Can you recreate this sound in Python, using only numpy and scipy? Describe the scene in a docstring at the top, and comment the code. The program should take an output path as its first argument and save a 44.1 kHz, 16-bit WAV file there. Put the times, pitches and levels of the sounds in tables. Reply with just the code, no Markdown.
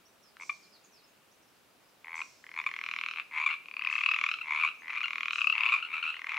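"""In creekside brush, treefrogs call: one starts with two-part croaks, then others join with ticking
trills and peeps. Each call is a pulse train, short bursts of the vocal cords filtered by the throat sac,
which radiates the second harmonic best. The thicket scatters the calls into reverberation. Far off,
small birds chirp and rasp over a faint frog chorus and a hush of air."""
import sys
import numpy as np
from scipy import signal
from scipy.fft import rfft, irfft, next_fast_len
from scipy.io import wavfile

SR = 44100
rng = np.random.default_rng(int(sys.argv[2]) if len(sys.argv) > 2 else 0)


def inscribe(sig):
    """Save sig as 16-bit PCM at rate SR to the path in sys.argv[1].

    A 1-D sig is mono; a 2-D sig holds one channel per row.
    Samples are clipped to [-1, 1] before scaling.
    """
    pcm = np.round(np.clip(np.atleast_2d(sig).T, -1, 1) * 32767)
    wavfile.write(sys.argv[1], SR, pcm.astype(np.int16))


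N = 281646


def amp(db):
    """Decibels to amplitude ratio."""
    return 10 ** (np.asarray(db) / 20)


def unit(x):
    """Normalisation to an rms of 1."""
    return x / np.sqrt(np.mean(x ** 2) + 1e-20)


def along(points, hz):
    """Interpolation of (frequency, value) points on a logarithmic frequency axis."""
    frequencies, values = np.transpose(points)
    return np.interp(np.log(hz + 1), np.log(frequencies + 1), values)


def filtered(x, response):
    """Linear filtering: the spectrum is multiplied by a frequency response."""
    n = x.shape[-1]
    padded = next_fast_len(n + SR // 10)
    return irfft(rfft(x, padded) * response(np.fft.rfftfreq(padded, 1 / SR)), padded)[..., :n]


def add(track, start_s, sound):
    """Superposition: a sound sums into the track from its start time."""
    part = track[max(round(start_s * SR), 0):][:len(sound)]
    part += sound[:len(part)]


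# Spectrum of the air: frequency_hz, density_db
AIR_SPECTRUM = [(15, -31.5), (25, -19.5), (215, -3), (421, -3), (482, -3.5), (1050, -6), (1270, -6),
                (2420, -12), (2770, -10.5), (5140, -14.5), (6050, -17), (15500, -20)]
# Likeness of the air at the two ears: frequency_hz, coherence
AIR_COHERENCE = [(60, 0.67), (380, 0.47), (2380, 0.52), (15000, 0.23)]


def air():
    """Partial coherence: the hush of distant air and leaves is most alike at both ears in the bass."""
    def mid_and_side(hz):
        angle = np.arccos(along(AIR_COHERENCE, hz)) / 2
        return amp(along(AIR_SPECTRUM, hz)) * [np.cos(angle), np.sin(angle)]
    mid, side = filtered(rng.standard_normal((2, N)), mid_and_side)
    return amp(-64.03) * unit(np.array([mid + side, mid - side]))


# Spectrum of the distant frog chorus: frequency_hz, density_db
CHORUS_SPECTRUM = [(600, -39.5), (1150, -6.5), (1700, -23.5), (2300, -5.5), (2550, -5.5), (2900, -11.5),
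                   (4000, -27), (8000, -57.5)]


def chorus():
    """Incoherent summation: many distant frogs blur into noise bands at their two harmonics."""
    noise = rng.standard_normal((2, N))
    return amp(-76.5) * unit(filtered(noise, lambda hz: amp(along(CHORUS_SPECTRUM, hz))))


# Chirps of small birds: start_s, length_s, start_hz, end_hz, level_db
BIRD_CHIRPS = [(0.051, 0.027, 5280, 6220, -67.5), (.22, 0.082, 5770, 4520, -70),
               (.515, .045, 5050, 3770, -68), (0.623, 0.033, 5130, 3800, -65.5),
               (0.719, 0.056, 5300, 3550, -64.5), (0.837, 0.017, 7370, 5920, -64),
               (0.907, 0.11, 6320, 3660, -68.5), (1.034, 0.015, 4950, 5400, -68),
               (1.312, 0.018, 5300, 6800, -72)]


def bird_chirps():
    """Frequency modulation: each chirp is a pure tone that glides with a slight quaver."""
    song = np.zeros(N)
    distant_chips = [(6.2 * when, .015, 4500 + 2500 * first, 4500 + 2500 * last, -75)
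                     for when, first, last in rng.random((45, 3))]
    for start_s, length_s, start_hz, end_hz, level_db in BIRD_CHIRPS + distant_chips:
        progress = np.linspace(0, 1, round(length_s * SR))
        quaver = np.interp(progress, np.linspace(0, 1, 12), rng.standard_normal(12))
        hz = start_hz + (end_hz - start_hz) * progress + 70 * quaver
        envelope = np.sqrt(abs(np.sin(np.pi * progress)))
        add(song, start_s, amp(level_db) * envelope * np.sin(2 * np.pi * np.cumsum(hz) / SR))
    return song


def thicket(voice, left_db, near_db, far_db):
    """Multiple scattering: direct sound, quick reflections from stems and a longer wash from trees."""
    near_rt60_s, far_rt60_s = .092, .53
    colour = [(1100, -4), (2500, -3.5), (7000, 2.5)]  # frequency_hz, gain_db
    t, clock = np.arange(SR // 2) / SR, np.arange(N) / SR
    ears = voice * amp([[left_db / 2], [-left_db / 2]])
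    for second in range(int(clock[-1]) + 2):  # the paths drift as the listener turns
        crossfade = np.sqrt(np.clip(1 - abs(clock - second), 0, 1))
        live = np.flatnonzero(crossfade)
        noise = rng.standard_normal((2, len(t))) + rng.standard_normal(len(t))
        near = unit(noise * amp(-60 * t / near_rt60_s) * (t > .002))
        far = unit(noise * amp(-60 * t / far_rt60_s) * (t > .015))
        paths = (amp(near_db) * near + amp(far_db) * far) / np.sqrt(len(t))
        paths = filtered(paths, lambda hz: amp(along(colour, hz)))
        for ear, path in zip(ears, paths):
            add(ear, clock[live[0]], signal.fftconvolve((voice * crossfade)[live], path))
    return ears


def pulse_trains(calls, period_s, slowing, crest, climb, lengthen, uneven_db, uneven_pitch):
    """Pulse modulation: pitch climbs through a call, and bursts lengthen as effort builds to a crest."""
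    bursts = []
    for start_s, count, crest_db, swell_db, fade_db, pitch_hz, burst_s in calls:
        progress = np.linspace(0, 1, round(count))
        times = start_s + np.arange(len(progress)) * (period_s + slowing * start_s)
        louder, higher = rng.uniform(-1, 1, (len(progress), 2)).T
        building = np.maximum(1 - progress / crest, 0)
        easing = np.maximum(progress - crest, 0) / (1 - crest)
        db = crest_db - swell_db * building ** 1.8 - fade_db * easing ** 2 + uneven_db * louder
        hz = pitch_hz * (1 + climb * (progress - .5) + uneven_pitch * higher)
        lengths = burst_s * np.exp(lengthen * (.5 - building))
        bursts += zip(times, db, hz, lengths)
    return bursts


def frog_voice(bursts, harmonics_db, throat, rise, shape, sag, droop, rasp_db, highpass_hz, jitter):
    """Source and filter: each puff of air swings the vocal cords briefly; the throat sac colours it."""
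    voice, t = np.zeros(N), np.arange(SR // 33) / SR
    order = np.arange(1, len(harmonics_db) + 1)
    upper = order > 2
    for start_s, level_db, pitch_hz, length_s in bursts:
        envelope = (1 - np.exp(-t / (rise * length_s))) * np.exp(-(t / length_s) ** shape)
        # in short bursts the body wall rings a little under the fundamental
        multiples = order - sag * np.exp(-length_s / .006) * (order == 1)
        # no two swings of the cords last equally long, which smears the upper harmonics
        uneven = np.interp(t * pitch_hz, np.arange(len(t)), rng.standard_normal(len(t)))
        slack = droop * (.5 - np.minimum(t / length_s, 2))  # pitch drops as the puff runs out
        cycles = pitch_hz * np.cumsum(1 + slack + jitter * uneven) / SR
        gains = amp(harmonics_db + 2 * rng.standard_normal(len(order)) * upper)
        lags = rng.uniform(0, 1, len(order)) * upper
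        tone = gains @ np.sin(2 * np.pi * (np.outer(multiples, cycles) + lags[:, None]))
        rasp = amp(rasp_db) * signal.lfilter([1], [1, -.7], rng.standard_normal(len(t)))
        onset_s = start_s + rng.uniform(-.0006, .0003)
        add(voice, onset_s, amp(level_db) * envelope / envelope.max() * (tone + rasp))
    # so small an animal radiates no bass, and leaves absorb the very top
    voice = signal.sosfilt(signal.butter(7, highpass_hz, 'high', fs=SR, output='sos'), voice)
    leaves = lambda hz: 1 / np.sqrt(1 + (hz / 10500) ** 12)
    return filtered(voice, lambda hz: amp(along(throat, hz)) * leaves(hz))


# Harmonics of the ticking frog, fundamental first: level_db
TICK_HARMONICS = [-6.5, 2.5, -17, -28, -32, -30]
# Response of its throat sac: frequency_hz, gain_db
TICK_THROAT = [(1150, -4), (1550, -0.5), (1950, -4.5), (2500, -5.5), (3100, -2), (3600, -6), (4200, 1.5),
               (4700, -10.5), (5100, 0.5), (6300, -4), (6850, -5), (7400, -15.5), (12500, -4.5)]
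# Swells of its trill: start_s, burst_count, crest_db, swell_db, fade_db, pitch_hz, burst_s
TICK_TRAINS = [(0.369, 1, -35.5, -3, 0, 940, 0.00044), (2.441, 29, -18, 17, 5.4, 1131, 0.0021),
               (3.813, 17, -16.5, 12.5, -1.8, 1117, 0.0031), (4.239, 5, -18.5, -6, 2.4, 1222, 0.0044),
               (4.881, 22, -17, 8, 1.5, 1177, 0.0024), (6.142, 10, -21, 9.5, -2.03, 1077, 0.0027)]


def ticking_frog():
    """Transient excitation: an abrupt onset spreads each burst's spectrum into a dry, woody tick."""
    bursts = pulse_trains(TICK_TRAINS, period_s=.0246, slowing=.0001, crest=.87, climb=.17,
                          lengthen=.079, uneven_db=.6, uneven_pitch=.008)
    voice = frog_voice(bursts, TICK_HARMONICS, TICK_THROAT, rise=.09, shape=2.14, sag=.0033,
                       droop=.022, rasp_db=-34.5, highpass_hz=1060, jitter=.055)
    return amp(-1.9) * thicket(voice, left_db=3, near_db=-7.5, far_db=-8.5)


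# Harmonics of the nearest frog, fundamental first: level_db
CROAK_HARMONICS = [-4, 4.5, -18, -34, -65, -26]
# Throat sac response of all the croaking frogs: frequency_hz, gain_db
CROAK_THROAT = [(1150, -2), (1550, 2), (1950, -3.5), (2500, -2), (3300, -3), (4200, 1.5), (4750, -5),
                (7000, -9.5), (8200, -10.5), (12500, -12)]
# First part of each croak: start_s, burst_count, crest_db, swell_db, fade_db, pitch_hz, burst_s
CROAK_TRAINS = [(0.398, 4, -31.5, 4, 1, 1123, 0.0036), (2.045, 14, -29, 9.5, -5, 1088, .0028),
                (2.526, 7, -26, 27, -2.5, 1116, 0.0027), (3.312, 12, -22.5, 15, 23, 1121, 0.0041),
                (4.431, 13, -20.5, 17, 10.5, 1117, 0.0039), (5.549, 13, -24, 6, 11, 1123, 0.0045),
                (6.309, 6, -28.5, 11, -3, 1053, 0.0029)]
# Loud closing notes: start_s, level_db, pitch_hz, length_s, push_delay_s, push_gain_db
CROAK_ENDINGS = [(0.494, -22.5, 1164, 0.0083, .004, -11.5), (2.216, -25, 1254, 0.0029, 0.0034, -5),
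                 (2.663, -20, 1192, 0.0066, .007, -4.5), (3.462, -16.5, 1157, 0.0079, 0.011, -5),
                 (4.635, -17.5, 1165, 0.0068, .012, 0), (5.721, -17, 1256, 0.0045, .007, -0.5),
                 (5.737, -16.5, 1196, 0.0078, 0.0091, -4.5)]


def nearest_frog():
    """Roughness: rapid bursts fuse into a croak, closed by a long burst with a second push of air."""
    bursts = pulse_trains(CROAK_TRAINS, period_s=.0116, slowing=.00029, crest=.87, climb=.05,
                          lengthen=.31, uneven_db=4, uneven_pitch=.02)
    for start_s, level_db, pitch_hz, length_s, push_delay_s, push_gain_db in CROAK_ENDINGS:
        bursts.append((start_s, level_db, pitch_hz, length_s))
        bursts.append((start_s + push_delay_s, level_db + push_gain_db, pitch_hz, length_s))
    voice = frog_voice(bursts, CROAK_HARMONICS, CROAK_THROAT, rise=.18, shape=2.43, sag=.12,
                       droop=.063, rasp_db=-26, highpass_hz=852, jitter=.03)
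    return amp(-3.5) * thicket(voice, left_db=2.6, near_db=-7.5, far_db=-14)


# Hoarse bird cries: start_s, level_db
BIRD_RASPS = [(.40, -62.5), (2.149, -61.5), (3.898, -63.5), (5.32, -62.5)]


def bird_rasps():
    """Noise modulation: wide sidebands on a sinking tone make a hiss, narrow ones a longer whistle."""
    song, t = np.zeros(N), np.arange(SR // 2) / SR
    carrier = np.sin(2 * np.pi * np.cumsum(4400 + 1700 * np.exp(-t / .34)) / SR)
    attack = 1 - np.exp(-t / .0024)

    def noise_band(width_hz):
        return unit(filtered(rng.standard_normal(len(t)), lambda hz: np.exp(-(hz / width_hz) ** 2)))
    for start_s, level_db in BIRD_RASPS:
        hiss = noise_band(width_hz=2600) * np.exp(-t / .16)
        whistle = amp(-7) * noise_band(width_hz=49) * np.exp(-t / .21)
        add(song, start_s, amp(level_db + 1.5) * attack * (hiss + whistle) * carrier)
    return song


# Harmonics of the distant and the answering frogs, fundamental first: level_db
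NEIGHBOUR_HARMONICS = [-9.5, 1.5, -24.5, -38, -54, -40.5]
# Croaks from further off: start_s, length_s, burst_rate_hz, peak_db, pitch_hz
DISTANT_CROAKS = [(0.748, 0.5, 70, -65.5, 1270), (3.337, 0.2, 72.6, -32, 1214),
                  (3.778, 0.54, 36, -36.5, 1193), (4.478, 0.18, 71.3, -27, 1158),
                  (4.871, 0.14, 99, -39, 1150), (5.539, .25, 85, -27.5, 1155),
                  (5.858, 0.31, 71, -33.5, 1200), (6.265, 0.091, 92, -34.5, 1115)]


def distant_frogs():
    """Reverberant field: far croaks swell, rise in pitch and fade, with much of their sound scattered."""
    bursts = []
    for start_s, length_s, burst_rate_hz, peak_db, pitch_hz in DISTANT_CROAKS:
        offsets = np.arange(0, length_s, 1 / burst_rate_hz)
        for offset_s, (late, louder, higher) in zip(offsets, rng.standard_normal((40, 3))):
            progress = offset_s / length_s
            db = peak_db - 24 * (progress - .55) ** 2 + 1.5 * louder
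            hz = pitch_hz * (.949 + .18 * progress + .028 * higher)
            bursts.append((start_s + offset_s + .001 * late, db, hz, .003))
    voice = frog_voice(bursts, NEIGHBOUR_HARMONICS, CROAK_THROAT, rise=.046, shape=9.1, sag=.022,
                       droop=.038, rasp_db=-25.5, highpass_hz=770, jitter=.055)
    return thicket(voice, left_db=4.5, near_db=-.5, far_db=-5)


# Answering croaks: start_s, burst_count, crest_db, swell_db, fade_db, pitch_hz, burst_s
ANSWER_TRAINS = [(3.160, 4, -24, 3, -3, 1254, 0.0019), (3.320, 6, -27, 10, -7, 1090, 0.0019),
                 (3.489, 5, -25, -3.5, -1, 1166, 0.0036), (4.599, 8, -22, -1.5, 2.5, 1240, .0035),
                 (4.820, 7, -35, 4, -8, 1060, 0.002), (4.925, 6, -26, 5, 10, 1182, 0.003),
                 (5.763, 4, -34.5, -12.5, -2.5, 1225, 0.0037), (5.836, 3, -28.5, 5, 9, 1384, 0.0049),
                 (5.904, 8, -25, 7.5, 8, 1210, 0.0027), (6.039, 6, -24.5, -0.5, 0, 1285, 0.0039),
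                 (6.292, 3, -33, -5, 0, 1250, .004)]
# Single drawn-out bursts: start_s, level_db, pitch_hz, length_s
ANSWER_PEEPS = [(3.508, -26.5, 1376, 0.0061), (4.387, -30.5, 1220, 0.003), (4.412, -28.5, 1320, 0.0089),
                (4.902, -29, 1280, 0.005), (4.971, -27, 1169, 0.0051), (5.014, -24, 1290, 0.0043),
                (5.037, -25, 1408, 0.012), (5.825, -27, 1370, 0.007), (5.932, -29.5, 1299, 0.019),
                (6.027, -25, 1420, 0.0057), (6.381, -17.5, 1390, 0.0057)]


def answering_frogs():
    """Duration sets bandwidth: trains of short bursts croak, while one long burst is a clear peep."""
    bursts = pulse_trains(ANSWER_TRAINS, period_s=.0126, slowing=0, crest=.86, climb=.047,
                          lengthen=.1, uneven_db=.5, uneven_pitch=.027) + ANSWER_PEEPS
    voice = frog_voice(bursts, NEIGHBOUR_HARMONICS, CROAK_THROAT, rise=.18, shape=2.1, sag=.022,
                       droop=.059, rasp_db=-27, highpass_hz=865, jitter=.03)
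    return thicket(voice, left_db=4, near_db=-2.5, far_db=-10.5)


# Harmonics of the trilling frog on the left, fundamental first: level_db
TRILL_HARMONICS = [-9, 0, -28.5, -35, -48.5, -59]
# Response of its throat sac: frequency_hz, gain_db
TRILL_THROAT = [(1150, -2.5), (1550, 0), (1950, -2.5), (2600, 1.5), (3200, 1.5), (4100, 0.5), (4700, 9),
                (5500, -13), (6800, -11), (8200, -16), (12500, -7)]
# Swells of its trill: start_s, burst_count, crest_db, swell_db, fade_db, pitch_hz, burst_s
TRILL_TRAINS = [(3.658, 8, -24.5, 15, 1, 1254, 0.0016), (3.872, 7, -23, -2.5, 1, 1277, .0026),
                (4.061, 4.38, -19, -3, 3, 1306, 0.0028), (5.389, 6, -16.5, 5.5, 5, 1296, 0.003),
                (5.553, 6, -16.5, 7, 5.5, 1319, 0.0017)]


def trilling_frog():
    """Damped oscillation: each burst builds gently and rings out, so the trill sounds round."""
    bursts = pulse_trains(TRILL_TRAINS, period_s=.0272, slowing=0, crest=.92, climb=.04,
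                          lengthen=.35, uneven_db=2.5, uneven_pitch=.023)
    voice = frog_voice(bursts, TRILL_HARMONICS, TRILL_THROAT, rise=.8, shape=1.26, sag=.12,
                       droop=.0063, rasp_db=-28, highpass_hz=932, jitter=.03)
    return thicket(voice, left_db=7, near_db=-5, far_db=-14)


def scene():
    """Superposition: frogs to the left, birds to the right, the chorus and the air behind them."""
    frogs = ticking_frog() + nearest_frog() + distant_frogs() + answering_frogs() + trilling_frog()
    birds = thicket(bird_chirps() + bird_rasps(), left_db=-9.5, near_db=2.5, far_db=-2.5)
    return air() + chorus() + birds + frogs


def record(dry):
    """Band limiting: nothing passes above the cutoff, and a short fade ends the sound softly."""
    cutoff_hz, fade_s = 15800, .008
    fade = np.minimum(np.arange(N)[::-1] / (fade_s * SR), 1)
    return filtered(dry * fade, lambda hz: hz < cutoff_hz)


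dry = scene()
out = record(dry)
inscribe(out)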